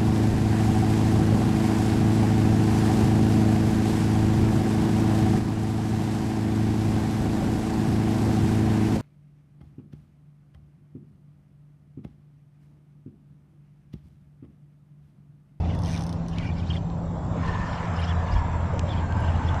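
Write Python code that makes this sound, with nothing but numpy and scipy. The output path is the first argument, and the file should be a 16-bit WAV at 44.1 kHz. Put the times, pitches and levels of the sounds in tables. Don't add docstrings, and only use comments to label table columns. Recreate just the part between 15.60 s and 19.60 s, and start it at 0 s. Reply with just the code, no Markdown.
import sys
import numpy as np
from scipy import signal
from scipy.fft import rfft, irfft, next_fast_len
from scipy.io import wavfile
from scipy.ndimage import uniform_filter1d, map_coordinates

SR = 44100
rng = np.random.default_rng(int(sys.argv[2]) if len(sys.argv) > 2 else 0)


def materialize(psi):
    bounded = np.clip(np.atleast_2d(psi).T, -1, 1)
    quanta = np.round(bounded * 32767).astype(np.int16)
    wavfile.write(sys.argv[1], SR, quanta)


N = 176400

# t/s, level/dB
RUMBLE_FADER = [(0, -28), (.35, -31), (.75, -31), (1, -29.5), (1.5, -31.5), (1.9, -27.5), (2.25, -30.5),
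                (2.55, -31.5), (3.05, -27.5), (4, -26.5)]
ROAR_FADER = [(0, -39.5), (.5, -41.5), (1.1, -43), (1.5, -40.5), (1.8, -36.5), (2.3, -34.5), (2.75, -36.5),
              (3.3, -37.5), (3.7, -36), (4, -34)]
HISS_FADER = [(0, -55), (.6, -56.5), (1.6, -58.5), (1.9, -50), (3, -54.5), (4, -51)]
WHINE_FADER = [(.4, -89), (.6, -76), (1.5, -68), (2.2, -65), (4, -63.5)]
# f/Hz, relative level/dB
RUMBLE_EQ = [(15, -14.5), (28, -9), (60, -1), (100, 3), (140, -1), (220, -9), (300, -13), (420, -23),
             (900, -75.5), (3000, -120)]
FAR_ROAR_EQ = [(120, -37), (250, 11), (380, -2.5), (520, 1), (750, 2.5), (1100, -4), (1400, -12),
               (2000, -21.5), (3200, -47), (12000, -100)]
NEAR_ROAR_EQ = [(120, -3), (260, -10.5), (360, -11), (440, -1), (560, 0), (700, 2), (800, 0), (950, 2.5),
                (1250, -3.5), (1700, -9.5), (2100, -13.5), (3000, -22.5), (4500, -42), (7000, -37.5),
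                (11000, -63.5), (15000, -89)]
HISS_EQ = [(1000, 5.5), (2500, 3), (3500, 4), (4500, -1), (5800, -1.5), (7300, -6.5), (8300, -17),
           (10200, -22), (11500, -50), (15000, -73.5)]
LINE_EQ = [(700, -25.5), (1500, 6.5), (2300, 0.5), (3100, -1.5), (3900, -3.5), (5200, -6), (6300, -11.5),
           (8000, -22), (10000, -21.5), (11500, -36.5), (15000, -54.5)]
PAWL_EQ = [(800, -37), (1800, 7), (2600, -10), (3600, 0.5), (4900, 3), (5500, 3), (6150, 7.5),
           (6900, -13.5), (8300, -6.5), (9400, -1.5), (10500, -12), (12300, -14.5), (13500, -26),
           (16000, -42.5)]
KNOCK_EQ = [(1300, -16), (2300, 1.5), (3500, 2.5), (4500, -5), (6300, -3), (9000, -14), (15000, -33)]
# t/s, firing tone level/dB, octave level/dB
ENGINE_FADERS = [(0, -27.5, -33.5), (.35, -38, -31), (1.05, -32, -33.5), (1.35, -43.5, -31),
                 (2.25, -36, -37), (2.55, -24.5, -34.5), (2.95, -30.5, -44), (3.2, -31.5, -36),
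                 (3.38, -25, -39), (4, -30, -46.5)]
# t/s, length/s, level ahead of trim and flutter/dB
LINE_PULLS = [(0.02, 0.14, -51), (0.24, 0.18, -45.5), (0.71, 0.21, -47.5), (0.92, .16, -51),
              (1.06, 0.13, -46.5), (1.82, 0.15, -48), (1.94, 0.42, -50.5), (2.33, 0.22, -47.5),
              (2.66, 0.15, -47), (3.25, 0.17, -49.5), (3.56, 0.25, -50.5), (3.81, 0.13, -49)]
# t/s, length/s, f/Hz, arch/share of pitch, level/dB
LINE_SQUEAKS = [(0.073, 0.07, 3030, 0.27, -53), (0.326, 0.036, 2450, 0.12, -46.5),
                (0.76, .065, 2334, 0.24, -46), (0.838, 0.097, 2325, -0.075, -46.5),
                (0.91, 0.022, 3500, -0.018, -52.5), (0.949, 0.078, 2370, 0.21, -56),
                (1.098, 0.026, 3170, .18, -36), (1.156, 0.032, 3350, 0.19, -44.5),
                (2.355, 0.027, 5250, 0.079, -51), (2.386, 0.03, 3190, 0.18, -47),
                (2.39, .022, 9800, -0.021, -60.5), (2.431, 0.025, 5330, 0.06, -48.5),
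                (2.46, 0.08, 3350, 0.29, -43), (2.705, 0.042, 4970, 0.25, -50),
                (2.712, 0.033, 2340, .1, -45), (2.747, 0.044, 3300, .1, -51.5),
                (3.271, 0.081, 3480, 0.23, -44), (3.359, 0.05, 3274, 0.17, -47),
                (3.597, .018, 9620, 0.057, -63), (3.61, 0.13, 2880, .12, -51.5),
                (3.88, 0.023, 3398, 0.06, -42)]
# f/Hz, width/Hz, level over the direct sound/dB
ROD_RESONANCES = [(2353, 26, 4), (2525, 40, -3), (2845, 60, 6), (3160, 45, 1), (3523, 50, 1), (5355, 80, 2)]
PAWL_TIMES = [.1505, .19, .2195, .2357, .2487, .2594, .27, .2795, .2885, .2962, .3038, .3106, .3175, .3237,
              .33, .336, .3432, .3515, .3626, .377, .3933, .4086, .422, .4373, .466, .4932, .5274, .684]
# t/s, pre-EQ level/dB
PAWL_FADER = [(.15, -42.5), (.26, -38.5), (.47, -37), (.68, -39)]
# t/s, pre-filter level/dB
KNOCKS_AND_SNAP = [(.663, -41), (.785, -30), (1.165, -39), (1.301, -41), (1.86, -37), (2.255, -38),
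                   (2.275, -41), (3.1938, -25.5), (3.524, -34), (3.9445, -35)]
# t/s, length/s, f/Hz, width/Hz, level/dB
JOINT_THUDS = [(1.755, 0.046, 507, 217, -33.5), (1.757, 0.08, 221.8, 181, -33.5),
               (1.857, 0.34, 35.8, 24.8, -34), (2.68, 0.34, 51.3, 45.6, -25.5),
               (3.121, 0.08, 538, 259.4, -35.5), (3.19, 0.21, 92.1, 60, -30.5),
               (3.231, 0.11, 579.5, 129, -37)]
# t/s, lower tone f/Hz, lower tone level/dB, upper tone level/dB
TREAD_GLIDE = [(1.76, 1060, -46, -59), (1.93, 1008, -36, -39.5), (2.33, 978.7, -56, -53),
               (2.52, 976.5, -45, -45), (2.85, 960, -38, -50.5), (3.15, 918, -45.5, -60),
               (3.6, 888, -41, -43.5), (3.78, 864.4, -40, -52), (4, 859, -33, -44)]
# t/s, length/s, first f/Hz, last f/Hz, level/dB
TYRE_GLIDES = [(2.053, .75, 1434, 1125, -47), (2.153, 0.81, 735, 698, -46)]

NEAR_SPAN_S, NEAR_RISE_S = 1.757, .015
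HIGH_CUT_HZ = 15000


def amp(db):
    return 10 ** (np.asarray(db) / 20)


def unit(x):
    return x / np.sqrt(np.mean(np.abs(x) ** 2) + 1e-20)


def automation(rows):
    times, *columns = np.transpose(rows)
    return [np.interp(np.arange(N) / SR, times, column) for column in columns]


def wobble(rate, size=N):
    return map_coordinates(rng.standard_normal(4096), [np.arange(size) * rate / SR], mode="wrap")


def eq(x, points):
    size = next_fast_len(N + 8192, True) * 2
    hz, db = np.transpose(points)
    log_f = np.log(np.fft.rfftfreq(size, 1 / SR) + 1)
    gain = unit(amp(np.interp(log_f, np.log(hz), db)))
    cepstrum = irfft(np.log(gain + 1e-6))
    cepstrum[1:size // 2] *= 2
    cepstrum[size // 2 + 1:] = 0
    return irfft(rfft(x, size) * np.exp(rfft(cepstrum)))[:N]


def noise_bed(points, patchy_db):
    spectrum = signal.stft(rng.standard_normal(N), nperseg=1024)[2]
    patches = uniform_filter1d(rng.standard_normal(spectrum.shape), size=5, axis=0)
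    patches = unit(uniform_filter1d(patches, size=8, axis=1))
    noise = signal.istft(spectrum * amp(patchy_db * patches), nperseg=1024)[1][:N]
    return unit(eq(noise, points))


def fuzzy_tone(hz, width_hz, steady=0):
    flutter = steady + wobble(width_hz, len(hz)) + 1j * wobble(width_hz, len(hz))
    return unit(np.real(flutter * np.exp(2j * np.pi * np.cumsum(hz) / SR)))


def swell(length):
    progress = np.linspace(0, 1, max(int(length * SR), 8))
    return progress, np.sin(np.pi * progress)


def add(out, start, x):
    i = int(np.clip(round(start * SR), 0, N))
    out[i:i + len(x)] += x[:N - i]


def snaps(rows, t60, tail_db, tail_t60):
    out, t = np.zeros(N), np.arange(SR // 10) / SR
    for start, db in rows:
        crack = np.sign(rng.standard_normal(len(t))) * amp(-60 * t / t60)
        tail = rng.standard_normal(len(t)) * amp(tail_db - 60 * t / tail_t60)
        add(out, start, amp(db) * (crack + tail))
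    return out


def deck_rumble():
    level_db, = automation(RUMBLE_FADER)
    return amp(level_db) * noise_bed(RUMBLE_EQ, patchy_db=.5)


def engine_drone(firing_hz=83.8, drift_hz=.45, waver_db=1.43):
    firing_db, octave_db = automation(ENGINE_FADERS)
    phase = 2 * np.pi * np.cumsum(firing_hz + drift_hz * wobble(6.03)) / SR
    firing = amp(firing_db + waver_db * wobble(5.2)) * np.sin(phase)
    return np.sqrt(2) * (firing + amp(octave_db) * np.sin(2 * phase))


def tyre_roar():
    level_db, = automation(ROAR_FADER)
    crossfade = .5 + .5 * np.tanh((np.arange(N) / SR - NEAR_SPAN_S) / NEAR_RISE_S / 2)
    far = amp(2.0) * noise_bed(FAR_ROAR_EQ, patchy_db=1.5)
    near = amp(.2) * noise_bed(NEAR_ROAR_EQ, patchy_db=1.57)
    return amp(level_db) * (np.sqrt(1 - crossfade) * far + np.sqrt(crossfade) * near)


def outdoor_hiss():
    level_db, = automation(HISS_FADER)
    return amp(level_db) * noise_bed(HISS_EQ, patchy_db=4)


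def rod_ring(x):
    size = next_fast_len(N + 8192)
    f = np.fft.rfftfreq(size, 1 / SR)
    ring = sum(amp(db) * 1j * f * width / (hz * hz - f * f + 1j * f * width)
               for hz, width, db in ROD_RESONANCES)
    return irfft(rfft(x, size) * (1 + ring), size)[:N]


def squeak(length, hz, arch):
    progress, envelope = swell(length)
    bend = 1 - arch * (2 * (progress - .44)) ** 2
    return envelope * fuzzy_tone(hz * bend, width_hz=.13 * hz, steady=.75)


def line_rasp(chirps_per_s=90, chirp_hz=3500, chirp_db=-1, trim_db=.4, flutter_db=1.3):
    pulls, chirps = np.zeros(N), np.zeros(N)
    for start, length, db in LINE_PULLS:
        _, envelope = swell(length)
        add(pulls, start, amp(db) * np.sqrt(np.abs(envelope)))
    scrape = noise_bed(LINE_EQ, patchy_db=3)
    for when, pitch in rng.random((int(chirps_per_s * N / SR), 2)):
        hz = chirp_hz * np.exp(.6 * (2 * pitch - 1))
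        add(chirps, when * N / SR, squeak(length=.024, hz=hz, arch=.1634))
    friction = unit(rod_ring(scrape + amp(chirp_db) * unit(eq(chirps, LINE_EQ))))
    return pulls * amp(trim_db + flutter_db * wobble(45)) * friction


def line_squeaks():
    out = np.zeros(N)
    for start, length, hz, arch, db in LINE_SQUEAKS:
        add(out, start, amp(db) * squeak(length, hz, arch))
    return out


def drag_ratchet():
    click_db = np.interp(PAWL_TIMES, *np.transpose(PAWL_FADER))
    clicks = snaps(zip(PAWL_TIMES, click_db), t60=.008, tail_db=-14, tail_t60=.1)
    return rod_ring(eq(clicks, PAWL_EQ))


def motor_whine(whine_hz=7360, sweep_hz=169, turn_hz=51.3, drift_hz=1.2):
    level_db, = automation(WHINE_FADER)
    turn = np.sin(2 * np.pi * np.cumsum(turn_hz + drift_hz * wobble(2.7)) / SR)
    whine = fuzzy_tone(whine_hz + sweep_hz * turn, width_hz=430, steady=.21)
    return amp(level_db) * unit((1 + .38 * turn) * whine)


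def tackle_knocks(edge_hz=47000):
    knocks = np.zeros(N)
    for start, db in KNOCKS_AND_SNAP:
        cutoff_hz = min(edge_hz * amp(db / 2), HIGH_CUT_HZ)
        hit = snaps([(start, db)], t60=.0072, tail_db=-29.5, tail_t60=.043)
        knocks += signal.lfilter(*signal.butter(2, cutoff_hz, fs=SR), hit)
    return eq(knocks, KNOCK_EQ)


def joint_thuds():
    out = np.zeros(N)
    for start, length, hz, width_hz, db in JOINT_THUDS:
        progress, _ = swell(length)
        envelope = np.sin(np.pi * progress ** .45)
        add(out, start, amp(db) * envelope * fuzzy_tone(np.full(len(progress), hz), width_hz))
    return out


def tread_whine(upper_ratio=1.77, core_hz=55, skirt_hz=220):
    hz, lower_db, upper_db = automation(TREAD_GLIDE)
    lower, upper = (unit(fuzzy_tone(pitch, core_hz) + fuzzy_tone(pitch, skirt_hz))
                    for pitch in (hz, upper_ratio * hz))
    fade_in = np.clip((np.arange(N) / SR - NEAR_SPAN_S) / NEAR_RISE_S, 0, 1)
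    return fade_in * (amp(lower_db) * lower + amp(upper_db) * upper)


def singing_tyres():
    out = np.zeros(N)
    for start, length, first_hz, last_hz, db in TYRE_GLIDES:
        progress, envelope = swell(length)
        glide = first_hz + (last_hz - first_hz) * progress
        add(out, start, amp(db) * envelope * fuzzy_tone(glide, width_hz=.084 * first_hz))
    return out


def scene():
    bed = deck_rumble() + engine_drone() + tyre_roar() + outdoor_hiss()
    kayak = line_rasp() + line_squeaks() + drag_ratchet() + motor_whine() + tackle_knocks()
    near_span = joint_thuds() + tread_whine() + singing_tyres()
    return (bed + kayak + near_span)[None]


def record(dry):
    return signal.sosfiltfilt(signal.butter(20, HIGH_CUT_HZ, fs=SR, output="sos"), dry)


dry = scene()
out = record(dry)
materialize(out)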